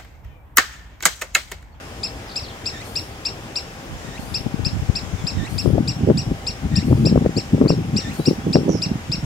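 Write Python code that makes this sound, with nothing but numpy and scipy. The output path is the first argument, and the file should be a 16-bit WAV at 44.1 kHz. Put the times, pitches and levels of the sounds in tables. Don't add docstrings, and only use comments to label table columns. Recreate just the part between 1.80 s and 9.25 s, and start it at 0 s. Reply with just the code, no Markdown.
import sys
import numpy as np
from scipy import signal
from scipy.fft import rfft, irfft, next_fast_len
from scipy.io import wavfile
from scipy.ndimage import uniform_filter1d, map_coordinates

SR = 44100
rng = np.random.default_rng(int(sys.argv[2]) if len(sys.argv) > 2 else 0)


def boost(x):
    u = np.asarray(x, float) / 20
    return 10 ** u


def waveform_to_disk(signal):
    frames = np.transpose(np.atleast_2d(signal))
    scaled = np.clip(frames, -1, 1) * 32767
    samples = np.round(scaled).astype(np.int16)
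    wavfile.write(sys.argv[1], SR, samples)


N = 328528

# f/Hz, level/dB per Hz
AIR_SPECTRUM = [(15, -29), (25, -0.5), (45, 1.5), (102, -0.5), (194, -7.5), (254, -7.5), (726, -11),
                (1030, -14.5), (1540, -15.5), (3290, -20.5), (4300, -27), (5200, -23), (5790, -26.5),
                (6500, -26), (11500, -37.5), (14000, -36.5), (15700, -40)]
# f/Hz, likeness/0-1
AIR_LIKENESS = [(60, 0.94), (300, 0.95), (1000, 0.56), (3000, 0.11), (7000, 0.019), (15000, .05)]
# t/s, level/dB
MOTOR_LEVEL = [(0, -53), (1.5, -54), (2.1, -50), (3, -51.5), (4.2, -50.5), (6.8, -48), (7.45, -61)]
# t of the turn/s, whine level/dB, buzz level/dB, hiss level/dB, whine length/s
CICADA_PHRASES = [
    (1.043, -42.5, -50, -47, 0.12),
    (2.394, -44.5, -70, -48, 0.16),
    (3.691, -41, -58, -46.5, 0.16),
    (5.046, -43, -71, -50.5, 0.14),
    (6.331, -40.5, -48.5, -46.5, 0.127),
    (7.64, -50, -49, -52, .1),
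]
# t from the turn/s, f/Hz, level/dB
WHINE_GLIDE = [(-.14, 1860, -8), (-.1, 1880, -2), (-.085, 1780, 0), (-.045, 1830, 0), (-.03, 1980, 2),
               (-.02, 2300, 2), (-.009, 2800, 2), (-.004, 2900, -10)]
# f/Hz, level/dB per Hz
BUZZ_SPECTRUM = [(2200, 12), (3200, 2.5), (4500, 2), (5800, 6.5), (7200, 7), (8500, -3.5), (11000, -12)]
# t from the turn/s, lower f/Hz, upper f/Hz, level/dB
HISS_GLIDE = [
    (-.01, 8500, 11830, -17),
    (.008, 8770, 12440, -2),
    (.055, 9100, 13000, -3),
    (.085, 9750, 13500, -4.5),
    (.2, 9700, 13600, -6.5),
    (.3, 9370, 13400, -21),
]
# t/s, level/dB
INSECT_LEVEL = [(0, -60), (.5, -78), (.85, -69), (1.3, -68), (1.9, -68), (2.2, -43.5), (2.7, -54),
                (3.1, -43.5), (3.3, -42.5), (3.45, -42), (3.9, -57), (4.5, -55), (5.3, -49.5), (5.65, -46),
                (6.0, -59), (6.5, -48), (6.8, -50), (7.45, -48)]
# t/s, length/s, first f/Hz, last f/Hz, level/dB rms
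SYLLABLES = [(0.476, 0.011, 4960, 5100, -45), (.494, 0.012, 3700, 4840, -41),
             (0.513, 0.013, 3680, 4640, -41), (0.526, 0.021, 3220, 4800, -48),
             (.603, .014, 4850, 5700, -42), (.618, 0.012, 4970, 5900, -48), (.633, 0.022, 4850, 3800, -39),
             (.66, 0.016, 3700, 2900, -47), (.684, .007, 4500, 3800, -42), (0.69, 0.026, 3880, 2860, -45.5),
             (3.379, 0.047, 3555, 3370, -50), (6.392, 0.062, 3830, 4050, -49),
             (6.591, 0.075, 3202, 3434, -54)]
# t/s, thump level/dB
GUST_LEVEL = [(1.9, -65), (2.08, -53), (2.87, -34), (3.31, -36), (3.61, -40.5), (3.83, -21), (4.06, -23),
              (4.77, -45.5), (5.08, -20.5), (5.31, -16), (5.59, -36.5), (5.98, -26), (6.18, -33),
              (6.97, -27), (7.17, -27.5), (7.24, -42), (7.4, -35), (7.45, -40)]
# t/s, thump level/dB, width/s, crackle level/dB
EDDIES = [(2.667, -19.5, 0.012, 5), (2.744, -15, 0.0056, -15), (2.873, -17, 0.018, -10),
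          (3.026, -23.5, 0.0142, -2), (3.096, -8, 0.0095, -15), (3.343, -23.5, 0.026, -16),
          (3.448, -21, 0.032, -18), (3.585, -21, 0.075, -11), (3.637, -14.5, 0.01, -29),
          (3.94, -12, 0.042, -12), (4.004, -11, 0.013, -10), (4.105, -17, 0.016, -26),
          (4.17, -17, 0.0093, -24.5), (4.239, -8.5, 0.02, -9), (4.366, -14.5, 0.058, -25),
          (4.854, -20, 0.046, -10), (4.936, -15.5, 0.045, -28.5), (4.984, -8.5, 0.018, -22),
          (5.129, -13, 0.071, -8), (5.257, -23, 0.16, -19), (5.421, -11, 0.016, -5),
          (5.576, -13, 0.026, -13), (5.738, -8, 0.019, -6), (5.778, -12, 0.016, -17),
          (5.924, -15, 0.026, -9), (5.986, -19.5, 0.068, -5), (6.152, -14.5, 0.042, -14),
          (6.7, -18, 0.04, -4.5), (6.888, -23.5, 0.067, 9.5), (6.954, -14, 0.021, -3),
          (7.067, -13, 0.0075, -5), (7.117, -9, 0.0093, -13)]
# t/s, thump level/dB, width/s
LONE_PUFFS = [(2.13, -33, .07), (2.25, -33, .012), (2.286, -29.5, .015), (2.396, -25, 0.0093),
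              (2.434, -28.5, .015), (2.525, -31.5, .03), (2.575, -23.5, 0.0086), (2.61, -30, 0.011),
              (2.8, -25, 0.015), (2.835, -28, 0.079), (2.965, -24.5, 0.039), (2.997, -22, 0.01),
              (3.147, -27, 0.011), (3.236, -22, 0.0095), (3.29, -32.5, .03), (3.342, -22, 0.01),
              (3.4, -33, .015), (3.69, -37, 0.015), (3.73, -35, 0.0098), (3.775, -29, 0.041),
              (4.076, -20, 0.026), (4.14, -32, .015), (4.429, -23, 0.017), (4.481, -20, 0.032),
              (4.7, -34, 0.021), (5.03, -21.5, 0.013), (5.496, -19, 0.015), (6.091, -21, 0.025),
              (6.25, -24, 0.018), (6.59, -21, 0.015), (7.156, -19.5, 0.017), (7.301, -19.5, 0.019),
              (7.345, -21, .015), (7.387, -24, 0.018), (7.44, -21, .02)]
# t/s, peak level/dB, crack level/dB
SHARP_KICKS = [(3.8605, -3, -18), (3.8771, -5, -28), (3.893, -11, -39), (3.9273, -11.5, -31),
               (3.9478, -12.5, -33), (3.9566, -9, -32), (3.9822, -5, -38), (4.2754, -8.5, -28),
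               (4.2894, -3, -34), (4.3012, 2, -34), (4.3159, -4, -29), (4.5164, -11.5, -28),
               (5.1131, -8.5, -30), (5.1287, -6, -14), (5.2497, -12.5, -30), (5.2587, -11, -26),
               (5.2707, -7.5, -22), (5.3264, -7, -35), (5.3403, -28, -32), (5.36, -2.5, -37),
               (5.3771, -3, -15), (5.453, -8, -25), (5.4624, -0.5, -30), (5.7477, -8, -30),
               (5.8144, 0, -27), (5.8264, -7, -26), (5.8527, -9, -18), (5.8612, -7, -12), (5.9047, -1, -15),
               (6.4, -7, -22), (6.4766, -8.5, -25), (6.4846, -3, -25), (6.5114, -7.5, -22),
               (6.6709, -11, -32), (6.7568, 3.5, -15), (6.7685, -1, -22), (6.7878, -9.5, -30),
               (6.8092, -9, -36), (6.8947, -5.5, -18), (6.9063, -20, -19)]
# t/s, peak level/dB, crack level/dB
BARE_KICKS = [(4.306, -2.5, -26), (5.821, -9, -16), (6.883, -7.5, -34)]
# t/s, peak level/dB
SMALL_KICKS = [(2.6683, -14), (2.7946, -15.5), (3.0982, -23), (3.904, -10), (3.9745, -27), (4.0012, -14),
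               (4.012, -16), (4.2098, -15), (4.221, -21), (4.2393, -24), (4.266, -29), (4.8554, -18),
               (4.983, -14), (4.991, -22), (5.084, -14), (5.0992, -17), (5.1602, -15), (5.179, -15),
               (5.1998, -15), (5.2087, -16), (5.2226, -18), (5.297, -12), (5.316, -16), (5.3508, -34),
               (5.4137, -34), (5.423, -24), (5.44, -27), (5.4697, -26), (5.4947, -12), (5.5674, -11),
               (5.5752, -11), (5.5843, -9.5), (5.7286, -20), (5.739, -28), (5.77, -21), (5.7813, -14),
               (5.7918, -13), (5.841, -5), (5.8707, -10), (5.9244, -12.5), (5.9325, -15), (5.9395, -14),
               (5.948, -20), (5.9837, -22), (5.9892, -13), (6.1375, -15), (6.158, -16), (6.1897, -16),
               (6.496, -26), (6.5323, -12.5), (6.6827, -15), (6.6996, -12), (6.8335, -11), (6.8624, -13),
               (6.9311, -13), (6.9443, -21), (6.953, -10.5), (7.0121, -17.5), (7.0685, -17), (7.1102, -18)]
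# f/Hz, level/dB per Hz
THUMP_SPECTRUM = [(15, -46), (25, -10.5), (70, -6), (102, -0.5), (151, -0.5), (280, -8), (360, -23.5),
                  (620, -120)]
CRACKLE_SPECTRUM = [(200, -5), (280, 0.5), (400, -0.5), (600, -15), (900, -19), (1400, -60), (2500, -80)]
# t/s, level/dB
DEEP_SHARE = [(1.9, 9.5), (3.7, 9), (4.25, -9.5), (4.7, 15.5), (5.3, -6), (5.7, -8), (6.2, -1.5),
              (6.7, -41), (7.45, 9.5)]
# t/s, end t/s
RIGHT_SPELLS = [(2.08, 2.18), (2.385, 2.41), (2.93, 3.012), (3.39, 3.41), (3.545, 3.695), (4.19, 4.293),
                (4.33, 4.45), (4.57, 4.72), (6.525, 6.745), (6.842, 7.45)]
# t/s, level/dB
GUARD_BLEND = [(1.9, -23), (3.84, -22), (3.95, -8), (4.03, -2), (4.5, -2), (4.85, -4), (5.2, -1.5),
               (5.7, -.6)]
# f/Hz, t60/s
LEAF_DECAY = [(2000, 0.36), (4800, 0.15), (5500, 0.24), (9000, 0.26)]
# t/s, level/dB, top f/Hz, length ratio, third partial level/dB
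SCOOPED_NOTES = [(0.234, -18, 2730, 0.98, 5), (0.5598, -18.5, 2750, 0.98, 5.5),
                 (0.8595, -18.5, 2764, 1.02, 5), (1.1577, -17, 2795, 0.97, 3.5),
                 (1.454, -16.5, 2793, 0.91, 2.5), (1.759, -17, 2790, 0.92, 4), (2.544, -17, 2775, 0.94, 1),
                 (2.85, -18, 2753, 0.99, 2), (3.1557, -18, 2740, 0.95, 2), (3.4698, -18.5, 2757, 0.97, 3.5),
                 (3.7824, -19, 2780, 1, 6.5), (4.0778, -19, 2820, 1.02, 6), (4.3752, -21, 2850, 1.09, 7.5),
                 (4.669, -18, 2810, 1.008, 5), (4.958, -17.5, 2793, 0.996, 6.5),
                 (5.2558, -18, 2753, 1.04, 4.5), (6.166, -17.5, 2859, 1.04, 5.5),
                 (6.4568, -18.5, 2830, 1.02, 4), (6.731, -17.5, 2813, 0.87, 2.5),
                 (7.021, -17, 2816, 1.01, 2), (7.3197, -17, 2786, 1, 0)]
SLURRED_NOTES = [(5.5677, -18.5, 2770, 0.99, 8.9), (5.8817, -18.5, 2790, 1.04, 6.5)]
# t from the onset/s, f/Hz, effort level/dB
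NOTE_ARCH = [
    (-.002, 1735, -13),
    (.0015, 2366, -0.5),
    (.007, 2520, 2.5),
    (0.0107, 2590, -1.5),
    (.015, 2720, 0.5),
    (.020, 2792, -5),
    (.025, 2710, -9.5),
    (.042, 1953, -16.5),
    (.047, 1800, -28),
]
# t from the onset/s, f/Hz, effort level/dB
SLUR_RISE = [(-.003, 2060, -19), (-.001, 2180, -4), (.002, 2334, -6.5), (.008, 2460, -1.5),
             (0.013, 2565, -4)]
# f/Hz, level/dB
WINDPIPE_GAIN = [(1900, -38), (2200, -27), (2350, -21.5), (2780, -11.5), (6300, -36), (6900, -25),
                 (7400, -21), (7900, -19), (8350, -18)]
# f/Hz, level/dB
LEFT_PATH = [(2000, -16), (2800, -1.5), (3600, 0.5), (5000, -1), (5300, -3.5), (5470, 0), (7700, 4),
             (10000, 7), (14000, -3)]
RIGHT_PATH = [(2000, 11), (2800, -1.5), (3600, -5), (4800, -5.5), (5060, -18), (5220, -4.5), (5450, -3),
              (7400, -10.5), (7900, -7.5), (10000, -10), (14000, -6)]


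def unit(x):
    return x / np.sqrt(np.mean(x ** 2) + 1e-20)


def along(points, hz):
    f, v = np.transpose(points)
    return np.interp(np.log(hz + 1), np.log(f + 1), v)


def curves(rows, t):
    s, *cols = np.transpose(rows)
    return [np.interp(t, s, c) for c in cols]


def wobble(rate):
    knots = rng.standard_normal(int(N * rate / SR) + 4)
    return map_coordinates(knots, [np.arange(N) * rate / SR])


def pair(two, spectrum, alike):
    lead_s = 9 / SR
    m = next_fast_len(N + 8192)
    hz = np.fft.rfftfreq(m, 1 / SR)
    turn = np.arccos(np.clip(along(alike, hz), -1, 1)) / 2
    mid, side = rfft(two, m) * boost(along(spectrum, hz)) * [np.cos(turn), np.sin(turn)]
    left = (mid + side) * np.exp(2j * np.pi * hz * lead_s)
    return unit(irfft([left, mid - side], m)[:, :N])


def pan(db):
    return boost(np.array([[db / 2], [-db / 2]]))


def add(track, s, x):
    part = track[..., round(s * SR):][..., :x.shape[-1]]
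    part += x[..., :part.shape[-1]]


def fuzzy(hz, width_hz, steady=0):
    phase = 2 * np.pi * np.cumsum(hz) / SR
    noise = rng.standard_normal((2, 2, N))
    slow = unit(uniform_filter1d(noise, size=int(SR / width_hz), axis=2))
    return unit((slow[0] + steady) * np.sin(phase) + slow[1] * np.cos(phase))


def air():
    z = signal.stft(rng.standard_normal((2, N + 512)), nperseg=512)[2]
    field = uniform_filter1d(rng.standard_normal(z.shape[1:]), 6, axis=0)
    patches = unit(uniform_filter1d(field, 14, axis=1))
    two = signal.istft(z * boost(1.02 * patches), nperseg=512)[1][:, :N]
    t = np.arange(N) / SR
    motor = np.sin(2 * np.pi * 787 * t + 0.8 * wobble(11))
    motor = motor * boost(curves(MOTOR_LEVEL, t)[0] + 1.2 * wobble(2.6))
    return pair(two, AIR_SPECTRUM, AIR_LIKENESS) * boost(-34.5) * pan(2.04) + motor * pan(-11.0)


def cicada_whine(since, level_db, length):
    hz, db = curves(WHINE_GLIDE, since)
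    fading = np.clip((2300 - hz) / 200, 0.2, 1)
    whine = fuzzy(hz, width_hz=170, steady=1.0)
    for k, over_db in (2, -3), (3, -10), (4, -11):
        whine = whine + fading * boost(over_db) * fuzzy(k * hz, width_hz=130 * k, steady=1.0 / k ** 2)
    swell = np.clip((since + length) / 0.0074, 0, 1) * (since < WHINE_GLIDE[-1][0])
    return whine * boost(level_db + db + 2.2 * wobble(70)) * swell


def cicada_hiss(since, level_db):
    low_hz, high_hz, db = curves(HISS_GLIDE, since)
    hiss = boost(2.14 * wobble(40)) * fuzzy(low_hz, width_hz=1900)
    hiss = hiss + 0.68 * pan(3.4) * fuzzy(high_hz, width_hz=3000)
    hiss = hiss + 0.76 * fuzzy(0.49 * low_hz, width_hz=250)
    return hiss * boost(level_db + db) * (since > HISS_GLIDE[0][0]) * (since < HISS_GLIDE[-1][0])


def insects():
    t = np.arange(N) / SR
    turn, whine_db, buzz_db, hiss_db, length = np.transpose(CICADA_PHRASES)
    phrase = np.searchsorted(turn + 0.5, t).clip(0, len(turn) - 1)
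    since = t - turn[phrase]
    whine = cicada_whine(since, whine_db[phrase], length[phrase])
    swell = np.interp(since, [-0.2, -0.22, 0.036, 0.017, 0.33], [0.03, 1.3, 2.0, 0.24, 0])
    buzz = boost(buzz_db[phrase]) * swell + boost(curves(INSECT_LEVEL, t)[0])
    buzz = buzz * pair(rng.standard_normal((2, N)), BUZZ_SPECTRUM, [(5000, 0.039)])
    hiss = cicada_hiss(since, hiss_db[phrase])
    crickets = boost(-61.5 + 1.44 * wobble(1.74)) * fuzzy(np.full(N, 5200), width_hz=100)
    return whine * pan(0.16) + buzz + hiss * pan(5.3) + crickets


def twitter():
    out = np.zeros(N)
    for k, (s, length, first_hz, last_hz, db) in enumerate(SYLLABLES):
        u = np.arange(0, 1, 1 / (length * SR))
        hook = max(4.2 - 0.67 * k, 1.3)
        if last_hz > first_hz:
            glide = np.sin(hook * u) / np.sin(min(hook, np.pi / 2))
        else:
            glide = u ** 1.19
        hz = first_hz + (last_hz - first_hz) * glide
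        loudness = np.abs(np.sin(np.pi * u ** 0.85)) ** 0.21
        add(out, s, boost(db + 4.5) * loudness * np.sin(2 * np.pi * np.cumsum(hz) / SR))
    return out


def trill():
    start_s, length_s, edge_s = 6.885, 0.112, 0.0067
    out = np.zeros(N)
    since = np.arange(0, length_s, 1 / SR)
    t = start_s + since
    edges = np.clip(np.minimum(since, length_s - since) / edge_s, 0, 1)
    slowing = 900 * np.clip(t - 6.965, 0, 1) ** 2 / 2
    swing = np.cos(2 * np.pi * (99 * (t - 6.938) - slowing))
    hz = 6410 - 980 * (since / length_s) ** 1.3 + 620 * swing
    level = boost(-40 - 7.5 * swing + 1.5 * wobble(147)[:len(t)])
    add(out, start_s, edges * level * np.sin(2 * np.pi * np.cumsum(hz) / SR))
    return out


def songbirds():
    return twitter() * pan(1.0) + trill() * pan(-9.0)


def wind_flow():
    t = np.arange(N) / SR
    lumps_db = 5 * wobble(29)
    thump = boost(curves(GUST_LEVEL, t)[0] + lumps_db) ** 2 * (t > GUST_LEVEL[0][0])
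    crackle = thump * boost(-19.5) ** 2
    wakes = [(s, -11.5 + 0.5 * db, 0.017, 1) for s, db, _ in SHARP_KICKS]
    puffs = [(*puff, -11.5) for puff in LONE_PUFFS]
    u = np.arange(-4000, 4000) / SR
    for s, db, width, crackle_db in EDDIES + wakes + puffs:
        power = boost(db) ** 2 * np.exp(-(u / (0.41 * width)) ** 2)
        add(thump, s - 4000 / SR, power)
        add(crackle, s - 4000 / SR, power * boost(crackle_db - 4.5) ** 2)
    strength = boost(2.0 * rng.exponential(size=(2, N)).clip(0, 3))
    knocks = (rng.random((2, N)) < 300 / SR) * -strength
    rough = 0.55 * unit(knocks) + rng.standard_normal((2, N))
    out = np.zeros((2, N))
    for power, spectrum in (thump, THUMP_SPECTRUM), (crackle, CRACKLE_SPECTRUM):
        flow = pair(rough, spectrum, [(100, 0)])
        flow = flow / np.sqrt(np.abs(uniform_filter1d(flow ** 2, size=1500, axis=1)) + 0.14)
        out += flow * np.sqrt(power) * boost([[0], [-20]])
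    return out


def wind_kicks():
    out = np.zeros(N)
    u = np.arange(-400, 400) / SR
    hits = SHARP_KICKS + BARE_KICKS + [(s, db, -34) for s, db in SMALL_KICKS]
    for (s, db, crack_db), (tune, lean) in zip(hits, rng.standard_normal((len(hits), 2))):
        hz = (391 + 7 * db) * np.exp(0.21 * tune)
        width_s = 0.0016 * boost(-0.15 * (db + 14.5))
        swing = np.cos(2 * np.pi * hz * u + 0.93 * lean) * np.exp(-(u / width_s) ** 2)
        crack = np.cos(2 * np.pi * 1050 * u) * np.exp(-(u / 0.00086) ** 2)
        add(out, s - 400 / SR, -boost(db + 2.0) * (swing + boost(crack_db + 2.0) * crack))
    return out


def wind():
    deep_hz, blend_hz = 106, 290
    t = np.arange(N) / SR
    out = wind_flow()
    out[0] += wind_kicks()
    deep = signal.sosfiltfilt(signal.butter(2, deep_hz, fs=SR, output="sos"), out)
    out = out + (boost(curves(DEEP_SHARE, t)[0]) - 1) * deep
    spells = sum(1.0 * (t > s) * (t < end) for s, end in RIGHT_SPELLS)
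    right = uniform_filter1d(spells, size=200)
    ports = out * (1 - right) + out[::-1] * right
    bass = signal.lfilter(*signal.butter(1, blend_hz, fs=SR), ports)
    return ports + boost(curves(GUARD_BLEND, t)[0]) * bass[::-1]


def leaf_echo(x):
    nearest_s = 0.0071
    out, step = np.zeros((2, N)), SR // 3
    for a in range(0, N, step):
        hz, t, z = signal.stft(rng.standard_normal((2, step)), SR, nperseg=128)
        fall = boost(-60 * t / along(LEAF_DECAY, hz)[:, None])
        fall = fall + 1.1 * boost(-60 * t / 0.027)
        rise = np.clip(t / 0.0046, 0, 1) ** 2
        tail = signal.istft(z * fall * rise, SR, nperseg=128)[1]
        tail = tail / np.linalg.norm(tail[0])
        add(out, a / SR + nearest_s, signal.fftconvolve(x[:, a:a + step], tail, axes=1))
    return out


def valve_snap(u, snap_db):
    ring = np.exp(-(u / 0.0017) ** 2) * np.cos(2 * np.pi * 5280 * u)
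    tick = boost(5.5) * np.exp(-(u / 0.00014) ** 2) * np.sin(2 * np.pi * 7500 * u)
    return (boost(snap_db) * ring + boost(snap_db) * tick) * pan(4.3)


def arched_note(t, shape, shuts_s, db, top_hz, length, third_db):
    since = np.where(t > 0, t / length, t)
    hz, second = curves(shape, since)
    closing = np.clip((since - 0.017) / 0.012, 0, 1)
    arch = np.clip((hz - 2500) / (hz.max() - 2500), 0, 1)
    hz = uniform_filter1d(hz + arch * (top_hz - hz.max()), size=40)
    phase = 2 * np.pi * np.cumsum(hz) / SR
    first = second + along(WINDPIPE_GAIN, hz) + 11 * closing
    shut = np.clip((since - shuts_s) / 0.0037, 0, 1)
    third = second + along(WINDPIPE_GAIN, 3 * hz) - 19 * shut + third_db
    fourth = third - 17
    fifth = 0.34 * second - 35 - 10 * (1 - arch) ** 2 - 12 * closing
    note = np.zeros((2, len(t)))
    for k, level in enumerate([first, second, third, fourth, fifth], start=1):
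        path = np.array([along(LEFT_PATH, k * hz), along(RIGHT_PATH, k * hz)])
        trail = 1.1 * (k == 1) * np.array([[0], [1]])
        note += boost(db + 2.0 + level + path) * np.sin(k * phase + k * k - trail)
    return note


def wading_bird():
    onset_s, snap_s, snap_db = 0.0028, -0.0025, -16.5
    lead = onset_s - snap_s
    out = np.zeros((2, N))
    slur = SLUR_RISE + NOTE_ARCH[len(SLUR_RISE) - 1:]
    kinds = [(SCOOPED_NOTES, NOTE_ARCH, 0.011, snap_db), (SLURRED_NOTES, slur, 0.013, 3 * snap_db)]
    for notes, shape, shuts_s, kind_snap_db in kinds:
        for s, db, top_hz, length, third_db in notes:
            t = np.arange(-lead, NOTE_ARCH[-1][0] * length, 1 / SR)
            note = arched_note(t, shape, shuts_s, db, top_hz, length, third_db)
            onset = np.clip((t - shape[0][0]) / onset_s + 1, 0, 1) ** 2
            snap = valve_snap(t - snap_s, db + kind_snap_db)
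            add(out, s - lead, note * onset * pan(-0.2) + snap)
    return out


def scene():
    far, near = songbirds(), wading_bird()
    echo = leaf_echo(boost(-8.0) * near[0] * pan(2.95) + boost(-3.5) * far)
    return air() + insects() + far + wind() + echo + near


def top_cut(x):
    return signal.sosfilt(signal.butter(12, 15840, fs=SR, output="sos"), x)


def record(dry):
    x = signal.sosfilt(signal.butter(2, 45, "high", fs=SR, output="sos"), dry)
    x = x / (1 + np.abs(x) ** 10) ** (1 / 10)
    x = signal.sosfiltfilt(signal.ellip(10, 0.1, 80, 15800, fs=SR, output="sos"), x)
    return top_cut(x)


dry = scene()
out = record(dry)
waveform_to_disk(out)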